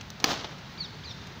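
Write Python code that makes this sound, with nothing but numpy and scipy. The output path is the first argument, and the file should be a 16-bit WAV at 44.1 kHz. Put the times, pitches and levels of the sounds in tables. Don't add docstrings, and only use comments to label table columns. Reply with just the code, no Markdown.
import sys
import numpy as np
from scipy import signal
from scipy.fft import rfft, irfft, next_fast_len
from scipy.io import wavfile
from scipy.ndimage import map_coordinates

SR = 44100
rng = np.random.default_rng(int(sys.argv[2]) if len(sys.argv) > 2 else 0)


def persist_wave(psi):
    counts = np.round(np.clip(psi, -1, 1) * 32767).astype(np.int16)
    wavfile.write(sys.argv[1], SR, np.atleast_2d(counts).T)


N = 61739

# delay in seconds, click and ring gain in dB, grit gain in dB,
# treble edge in Hz.
BOOT_CONTACTS = [(0, 1, 0.5, 5830), (.0012, 1, 2, 17000), (.0019, -4.5, -3.5, 14000),
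                 (.0051, -14, -9, 6900)]
# frequency in Hz, relative level in dB, t60 in seconds.
BOOT_MODES = [(460, -20.5, 0.025), (802, -30.5, 0.043), (1267, -22.5, 0.041), (1770, -27, 0.02),
              (2233, -23, 0.031), (4547, -11.5, 0.015), (6200, -25, 0.0066)]
# frequency in Hz, relative level in dB.
CRACK_SPECTRUM = [(100, -21), (250, -1), (500, 1.5), (950, -7.5), (1400, -6), (2200, 2.5), (3000, -6),
                  (5000, 0.5), (6500, 0), (10000, -4.5), (15000, 0)]
# frequency in Hz, relative level in dB.
WASH_SPECTRUM = [(60, -12), (150, 6.5), (300, 5), (480, 4), (750, 3.5), (1400, 0.5), (2300, -4.5),
                 (3300, 0), (4300, -1), (6000, -5), (9000, -8.5), (15000, -16)]
# frequency in Hz, t60 in seconds.
WASH_DECAY = [(150, 0.79), (700, 0.7), (2000, 0.84), (5000, 0.61), (9000, 0.48), (15000, 0.27)]
# delay in seconds, level in dB, t60 in seconds, treble edge in Hz.
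WALL_SLAPS = [(0.016, -23, 0.02, 9000), (0.041, -23, 0.032, 1000), (0.0657, -18.5, 0.011, 6000),
              (0.201, -27, 0.046, 3670)]
# frequency in Hz, relative level in dB.
SLAP_SPECTRUM = [(80, -13), (250, 3), (480, 2.5), (800, 4), (1200, -4.5), (2400, -1.5), (3800, 3.5),
                 (5000, -3.5), (7000, -3), (15000, -2)]
# start in seconds, level in dB, t60 in seconds,
# centre in Hz, relative weight of the broadband body in dB.
KIT_TICKS = [(0.0104, -29.5, 0.022, 4120, -15), (0.1026, -28.5, 0.016, 6640, -13),
             (0.2003, -32, 0.031, 4800, -9), (.582, -42.5, .03, 4950, -3), (1.27, -34, 0.019, 4880, 0)]
# time in seconds, level in dB.
SWISH_ENVELOPE = [(0.189, -80), (.203, -38), (.213, -58), (0.226, -39.5), (0.241, -47), (.25, -58)]
# frequency in Hz, relative level in dB.
SWISH_SPECTRUM = [(150, -6), (420, 7), (600, -9), (870, 4), (1300, -13), (4000, -18), (15000, -22)]
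# time in seconds, second partial's frequency in Hz,
# then levels in dB of the second, first and third partials.
CHIRP_CONTOURS = [
    [(.774, 3000, -50, -70, -56), (.78, 4100, -43, -61.5, -57.5), (.786, 4800, -45, -50, -68),
     (.797, 4650, -45.5, -51.5, -68), (.81, 4460, -30.5, -56, -71), (.822, 4337, -36, -58, -68),
     (.831, 4080, -42, -67, -60), (.848, 3750, -39, -63, -50), (.868, 3040, -55, -67, -51)],
    [(1.035, 3000, -49, -73, -64), (1.042, 3736, -50, -58, -57), (1.047, 4818, -45, -47.5, -71),
     (1.055, 4744, -47.5, -47.5, -63), (1.064, 4130, -45, -66, -64), (1.084, 4076, -44.5, -71, -58),
     (1.092, 3785, -50.5, -68, -53), (1.113, 3630, -43, -63, -51), (1.128, 3410, -56, -70, -52)],
]
# rasp depth in dB, echo level in dB relative to the call.
CHIRP_RASP_ECHO = [(-28, -12), (-11, -5.5)]
# frequency in Hz, relative level in dB.
TRAFFIC_SPECTRUM = [(20, -30), (40, -15.5), (62, -4), (100, -0.5), (160, 0.5), (220, -7), (320, -22.5),
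                    (700, -41.5)]
# frequency in Hz, relative level in dB.
AIR_SPECTRUM = [(60, -15), (250, 2), (450, -0.5), (1200, -1), (1850, -1), (2500, -5), (4000, -4),
                (6000, -13), (9000, -13), (15000, -19)]
# frequency in Hz, gain in dB.
MIC_RESPONSE = [(20, -1), (6300, 0), (7100, -8.5), (8000, -18), (9000, -22), (10500, -20), (12000, -22),
                (13800, -22), (14500, -11), (15000, 0.5), (15500, -12), (16000, -14)]

STAMP_S = 0.2421


def stamp():
    rise_s, cutoff_hz = 0.00015, 184

    def mode(start, hz, t60):
        return burst(start, t60, rise_s) * np.sin(2 * np.pi * hz * since(start))

    out = amp(-12.5) * mode(STAMP_S, hz=310, t60=0.015)
    for delay, db, grit_db, edge_hz in BOOT_CONTACTS:
        start = STAMP_S + delay
        colour = rolled_off(CRACK_SPECTRUM, edge_hz)
        delayed = lambda hz: causal(colour(hz)) * np.exp(-2j * np.pi * hz * start)
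        click = filtered(signal.unit_impulse(N), delayed)
        ring = sum(amp(level) * mode(start, hz, t60) for hz, level, t60 in BOOT_MODES)
        out += amp(db) * (amp(4.5) * click + ring)
        out += amp(grit_db - 9) * burst(start, t60=0.0078, rise=rise_s) * noise(colour)
    return filtered(out, lambda hz: causal(hz ** 3 / np.sqrt(hz ** 6 + cutoff_hz ** 6)))


def yard_wash():
    peak_s, swell_db, onset_s = 0.077, 7.5, 0.0062
    t, late = since(STAMP_S), since(STAMP_S + peak_s)
    hz, frame_s, spectra = signal.stft(coloured(WASH_SPECTRUM), SR, nperseg=256)
    age = np.maximum(frame_s - STAMP_S - peak_s, 0)
    decay = np.exp(-np.log(1000) * age / along(WASH_DECAY, hz)[:, None])
    wash = signal.istft(spectra * decay, SR, nperseg=256)[1][:N]
    below_peak_db = swell_db * np.maximum(1 - t / peak_s, 0)
    drop_db = 4.5 * (1 - np.exp(-late / 0.01))
    clumping_db = 2 * wobble(700)
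    return wash * amp(-26.5 - below_peak_db - drop_db + clumping_db) * (1 - np.exp(-t / onset_s))


def wall_slaps():
    out = np.zeros(N)
    for delay, db, t60, edge_hz in WALL_SLAPS:
        slap = noise(rolled_off(SLAP_SPECTRUM, edge_hz))
        out += amp(db) * burst(STAMP_S + delay, t60, rise=0.0011) * slap
    return out


def kit():
    width_octaves, body_hz = 0.72, 1500
    swish_db = np.interp(since(0), *np.transpose(SWISH_ENVELOPE))
    out = amp(swish_db) * coloured(SWISH_SPECTRUM)
    for start, db, t60, centre_hz, body_db in KIT_TICKS:
        bright = lambda hz: np.exp(-0.5 * (np.log2((hz + 1) / centre_hz) / width_octaves) ** 2)
        body = lambda hz: 2 * amp(body_db) / (1 + hz / body_hz)
        out += amp(db) * burst(start, t60, rise=0.0006) * noise(lambda hz: bright(hz) + body(hz))
    return out


def bird():
    jitter, flutter_db, rasp_rate_hz = 0.006, 1.6, 900
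    t, out = since(0), np.zeros(N)
    for contour, (rasp_db, echo_db) in zip(CHIRP_CONTOURS, CHIRP_RASP_ECHO):
        times, second_hz, second_db, first_db, third_db = np.transpose(contour)
        fundamental_hz = np.interp(t, times, second_hz / 2) * (1 + jitter * wobble(400))
        phase = 2 * np.pi * np.cumsum(fundamental_hz) / SR
        gate = np.clip(np.minimum(t - times[0], times[-1] - t) / 0.0015 + 1, 0, 1)
        call = np.zeros(N)
        for k, db in enumerate([first_db, second_db, third_db, third_db - 13], 1):
            level_db = np.interp(t, times, db) + flutter_db * wobble(150)
            rasp = 1 + amp(rasp_db) * (wobble(rasp_rate_hz) + 1j * wobble(rasp_rate_hz))
            call += np.sqrt(2) * gate * amp(level_db) * np.imag(rasp * np.exp(1j * k * phase))
        tail = rng.standard_normal(N) * burst(0, t60=0.73, rise=0.035)
        echo = signal.fftconvolve(call, tail / np.linalg.norm(tail))[:N]
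        out += call + amp(echo_db) * echo
    return out


def background():
    traffic = amp(-45.5 + 0.49 * wobble(11.67)) * coloured(TRAFFIC_SPECTRUM)
    air = amp(-47 + 0.4 * wobble(8.1)) * coloured(AIR_SPECTRUM)
    return traffic + air


def amp(db):
    return 10 ** (np.asarray(db) / 20)


def along(points, hz):
    freqs, values = np.transpose(points)
    return np.interp(np.log(hz + 1), np.log(freqs + 1), values)


def rolled_off(points, edge_hz):
    return lambda hz: amp(along(points, hz)) / np.sqrt(1 + (hz / edge_hz) ** 4)


def since(start):
    return np.maximum(np.arange(N) / SR - start, 0)


def burst(start, t60, rise):
    t = since(start)
    return (1 - np.exp(-t / rise)) * np.exp(-np.log(1000) * t / t60)


def wobble(rate):
    return map_coordinates(rng.standard_normal(N // 10), [np.arange(N) * rate / SR])


def filtered(x, response):
    size = next_fast_len(N + SR // 2)
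    return irfft(rfft(x, size) * response(np.fft.rfftfreq(size, 1 / SR)), size)[:N]


def noise(response):
    shaped = filtered(rng.standard_normal(N), response)
    return shaped / np.sqrt(np.mean(shaped ** 2) + 1e-20)


def coloured(points):
    return noise(lambda hz: amp(along(points, hz)))


def causal(gain):
    cepstrum = irfft(np.log(np.maximum(gain, 1e-6)))
    half = len(cepstrum) // 2
    cepstrum[1:half] *= 2
    cepstrum[half + 1:] = 0
    return np.exp(rfft(cepstrum))


def scene():
    return (stamp() + yard_wash() + wall_slaps() + kit() + bird() + background())[None]


def record(dry):
    top_hz = 15900
    response = lambda hz: causal(amp(along(MIC_RESPONSE, hz))) / (1 + (hz / top_hz) ** 160)
    return filtered(dry[0], response)[None]


dry = scene()
out = record(dry)
persist_wave(out)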